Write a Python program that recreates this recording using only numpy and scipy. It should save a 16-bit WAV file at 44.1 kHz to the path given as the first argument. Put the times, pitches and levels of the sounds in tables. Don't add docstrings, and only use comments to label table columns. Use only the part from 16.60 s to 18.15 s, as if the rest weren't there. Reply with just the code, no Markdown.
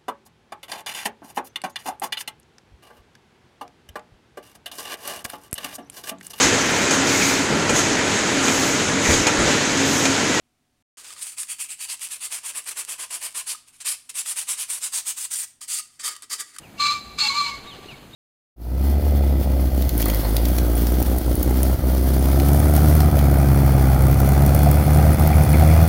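import sys
import numpy as np
from scipy import signal
from scipy.fft import rfft, irfft, next_fast_len
from scipy.io import wavfile

SR = 44100
rng = np.random.default_rng(int(sys.argv[2]) if len(sys.argv) > 2 else 0)


def wav_out(sig):
    wavfile.write(sys.argv[1], SR, np.round(np.clip(np.atleast_2d(sig).T, -1, 1) * 32767).astype(np.int16))


N = 68355
T = np.arange(N) / SR


def undb(db):
    return 10 ** (np.asarray(db) / 20)


def unit(x):
    return x / np.sqrt(np.mean(x ** 2))


def filtered(x, response):
    size = next_fast_len(2 * N)
    hz = np.arange(size // 2 + 1) * SR / size + 1e-3
    return irfft(rfft(x, size) * response(hz), size)[:N]


def colour(x, points):
    hz, db = np.array(points).T
    return unit(filtered(x, lambda f: undb(np.interp(np.log(f), np.log(hz), db))))


def resonate(x, hz, width_hz):
    return filtered(x, lambda f: (1 + 1j * (f * f - hz * hz) / (f * width_hz)) ** -2)


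def walk(rate_hz):
    return unit(filtered(rng.standard_normal(N), lambda f: np.exp(-(f / rate_hz) ** 2)))


def tone(hz):
    return np.sqrt(2) * np.sin(2 * np.pi * np.cumsum(hz) / SR)


# freq_hz, gain_db
AIR_EQ = [(15, -47), (25, -9.5), (209, -2.5), (445, -10.5), (523, -12), (598, -13.5), (782, -10.5),
          (1020, -17.5), (2420, -20), (3530, -25), (15500, -32)]

def outdoor_air():
    return undb(-46.5) * colour(rng.standard_normal(N), AIR_EQ)


def wood_echoes(x, body_t60_s=1.6, treble_t60_s=1.1, thicket_t60_s=.24):
    def decay(t60_s):
        return np.exp(-np.log(1000) * T / t60_s)

    build_up = 1 - np.exp(-T / .03)
    scatter = rng.standard_normal(N) * undb(2.5 * walk(29)) * build_up
    body = filtered(scatter, lambda f: 1 / (1 + (f / 5300) ** 6))
    trunks = body * decay(body_t60_s) + (scatter - body) * decay(treble_t60_s)
    trunks /= np.linalg.norm(scatter * decay(body_t60_s))
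    thicket = filtered(rng.standard_normal(N), lambda f: 1 / (1 + (3560 / f) ** 4)) * decay(thicket_t60_s)
    thicket /= np.linalg.norm(thicket)
    return signal.fftconvolve(x, undb(-16.5) * trunks + undb(-10) * thicket)[:N]


# start_s, top_pitch_hz, level_db, hold_s
CHIRPS = [(0.026, 2870, -51.5, 0.0033), (.175, 2770, -43, .012), (1.065, 3780, -42.5, 0.021),
          (1.279, 2900, -41.5, .007), (1.528, 3795, -42.5, 0.016)]

def small_birds(rise_s=.0094, fall_s=.06):
    out = np.zeros(N)
    for start_s, top_hz, level_db, hold_s in CHIRPS:
        rise = np.clip((T - start_s) / rise_s, 0, 1)
        fall = np.clip((T - start_s - rise_s - hold_s) / fall_s, 0, 1)
        glide = .9 + .1 * rise - .24 * fall * (2 - fall)
        hz = top_hz * glide * (1 + .0056 * walk(204))
        fade_db = fall * (-11 + 6.2 * walk(110))
        envelope = rise * (1 - fall ** 10) * undb(level_db + fade_db)
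        out += envelope * (tone(hz) + undb(-19.5) * tone(2 * hz))
    return out


# time_s, level_db
WHIRR_RIDE = [(.65, -57), (.8, -55.5), (1.0, -47), (1.3, -47.5), (1.55, -59.5)]
# freq_hz, gain_db
WHIRR_EQ = [(60, 5), (150, -2), (450, -0.5), (900, -2.5), (1800, -7.5), (3500, -4), (5000, -13.5),
            (9000, -26), (15000, -40.5)]

def wing_whirr(beat_hz=14):
    time_s, level_db = np.array(WHIRR_RIDE).T
    ride_db = np.interp(T, time_s, level_db, left=-120, right=-120)
    beats_db = 2.5 * tone(beat_hz * (1 + .16 * walk(6.8)))
    flutter_db = 1.64 * walk(130)
    return colour(rng.standard_normal(N), WHIRR_EQ) * undb(ride_db + beats_db + flutter_db)


# peak_s, pitch_hz, level_db
FLAPS = [(.49, 55, -48), (.55, 56.2, -50.5), (.955, 54.88, -50), (1.191, 445.4, -40), (1.261, 433, -39.5),
         (1.331, 127.8, -45)]

def wing_flaps(half_width_cycles=1.84, feather_hz=3330):
    out = np.zeros(N)
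    for peak_s, hz, level_db in FLAPS:
        swell = np.exp(-((T - peak_s) * hz / half_width_cycles) ** 2)
        push = swell * tone(hz * (1 + .0974 * walk(107)))
        feathers = unit(resonate(rng.standard_normal(N), feather_hz, width_hz=feather_hz))
        brush = np.exp(-((T - peak_s) / .0084) ** 2) * feathers
        out += undb(level_db) * (push + undb(-13.5) * brush)
    return out


# start_s, length_s, pitch_hz, level_db
BREAKS = [(0.616, 0.0714, 854, -36), (0.721, 0.063, 944, -39.5), (0.846, 0.067, 937, -39)]
# pitch_ratio, gain_db
BREAK_OVERTONE = [(3.17, 6)]

def second_voice(wobble=.0196):
    out = np.zeros(N)
    loudest_db = max(row[3] for row in BREAKS)
    for start_s, length_s, hz, level_db in BREAKS:
        progress = np.clip((T - start_s) / length_s, 0, 1)
        swell = np.sqrt(np.abs(np.sin(np.pi * progress))) * undb(2 * walk(100))
        overtone = sum(undb(db) * tone(ratio * hz * (1 + wobble / 2 * walk(340)))
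                       for ratio, db in BREAK_OVERTONE)
        fundamental = tone(hz * (1 + wobble * walk(148)))
        brightness = undb(3 * (level_db - loudest_db))
        out += undb(level_db) * swell * (fundamental + brightness * overtone)
    return out


# freq_hz, width_hz, gain_db
THROAT = [(1190, 122, -9), (1470, 132, -5.5), (2283, 215, -6), (2689, 190, -4), (3600, 300, -8),
          (3770, 113, -0.5), (4082, 220, 3), (4390, 147, 4), (4567, 540, -5), (4950, 230, -9),
          (5200, 66, -8), (6300, 160, -7.5), (7018, 114, -6.5), (7520, 220, -9.5), (7930, 1340, -17.5)]
# freq_hz, gain_db
HISS_EQ = [(300, -40), (700, -11), (950, -3), (1450, -3), (3000, 2.5), (5000, 6.5), (7500, -4),
           (10000, -16), (15000, -16.5)]

def rasp(hz, jitter=.07, scatter_db=4):
    timing, strength = rng.standard_normal((N // 10, 2)).T
    pulse_cycles = np.cumsum(np.abs(1 + jitter * timing))
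    pulse_samples = np.interp(pulse_cycles, np.cumsum(hz) / SR, np.arange(N)).astype(int)
    pulses = np.zeros(N)
    pulses[pulse_samples] = undb(scatter_db * strength)
    rattle = undb(.5 * walk(230))
    throat = sum(undb(db) * resonate(pulses * rattle, f, width) for f, width, db in THROAT)
    return unit(throat), colour(rng.standard_normal(N) * rattle, HISS_EQ)


# time_s, pitch_hz, clear_db, octave_db, rasp_db, shrill_hz, shrill_db
FIRST_NOTE = [(.175, 1137, -61.5, -54, -58, 4267, -72), (.19, 1145, -47.5, -50, -38.5, 4130, -50),
              (.202, 1153, -28.5, -38, -25, 4140, -25.5), (.217, 1171, -26, -34, -24, 4130, -34.5),
              (.232, 1162, -23.5, -32.5, -25, 4138, -25.5), (.265, 1174, -24.5, -33, -22, 4080, -30),
              (.297, 1166, -26.5, -25, -29.5, 4047, -25), (.312, 1168, -22, -50, -23.5, 4087, -32),
              (.335, 1207, -34.5, -43, -30.5, 4223, -29), (.356, 1169, -28, -33, -35, 3824, -62),
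              (.38, 1163, -38, -43, -40, 4060, -71)]
SECOND_NOTE = [(.572, 1149, -58.5, -65, -56, 4000, -60), (.587, 1167, -25, -24, -25.5, 4203, -40),
               (.614, 1189, -44.5, -88, -23.5, 4328, -20), (.635, 1147, -56.5, -43, -22.5, 4386, -26),
               (.672, 1102, -65, -37, -21, 4330, -30), (.688, 1164, -44.5, -37, -28.5, 4130, -18),
               (.703, 1107, -24.5, -30.5, -27, 4111, -32), (.735, 1115, -44.5, -36.5, -32.5, 3950, -40),
               (.762, 1161, -26.5, -31, -27, 4156, -38), (.787, 1181, -24, -36, -27.5, 4150, -24.5),
               (.817, 1152, -20, -37, -29, 4122, -30.5), (.837, 1165, -32.5, -33.5, -31.5, 4080, -38),
               (.865, 1133, -40.5, -34, -31.5, 4167, -31.5), (.898, 1132, -36, -39, -32, 4158, -64),
               (.925, 1081, -46.5, -37, -44, 4207, -62), (.95, 1109, -47, -40, -41, 4200, -49)]

def crow_note(automation, edge_db_per_s=447):
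    time_s, pitch_hz, clear_db, octave_db, rasp_db, shrill_hz, shrill_db = np.array(automation).T
    clear, octave, rough, shrill = (undb(np.interp(T, time_s, db))
                                    for db in (clear_db, octave_db, rasp_db, shrill_db))
    ragged = (rough ** 2 / (rough ** 2 + clear ** 2)) ** 2
    hz = np.interp(T, time_s, pitch_hz) * (1 + .002 * walk(140) + .02 * ragged * walk(350))
    tones = clear * tone(hz) + octave * tone(2 * hz * (1 + .0144 * ragged * walk(333)))
    shrill_flutter = undb(2.5 * walk(250))
    tones += shrill * shrill_flutter * tone(np.interp(T, time_s, shrill_hz) * (1 + .00705 * walk(436)))
    half_partial = undb(-25) * tone(1.5 * hz * (1 + .0073 * walk(460)))
    throat, hiss = rasp(hz)
    grit = rough * (half_partial + undb(-2) * throat)
    breath = undb(-29) * (rough / undb(-20)) ** .75 * hiss
    voice = tones * undb(1.58 * walk(80)) + grit + breath
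    outside_note_s = np.abs(T - np.clip(T, time_s[0], time_s[-1]))
    return voice * undb(-edge_db_per_s * outside_note_s)


def scene():
    crow = crow_note(FIRST_NOTE) + crow_note(SECOND_NOTE) + second_voice()
    pheasant = crow + wing_flaps() + wing_whirr()
    birds = small_birds()
    return (pheasant + birds + outdoor_air() + wood_echoes(pheasant + 1.4 * birds))[None]


def record(dry, notch_hz=5537, notch_half_width_hz=82, notch_db=-36, top_hz=15500):
    notched = filtered(dry[0], lambda f: undb(notch_db / (1 + ((f - notch_hz) / notch_half_width_hz) ** 2)))
    high_cut = signal.ellip(10, .2, 80, top_hz, fs=SR, output="sos")
    return signal.sosfilt(high_cut, notched)[None]


dry = scene()
out = record(dry)
wav_out(out)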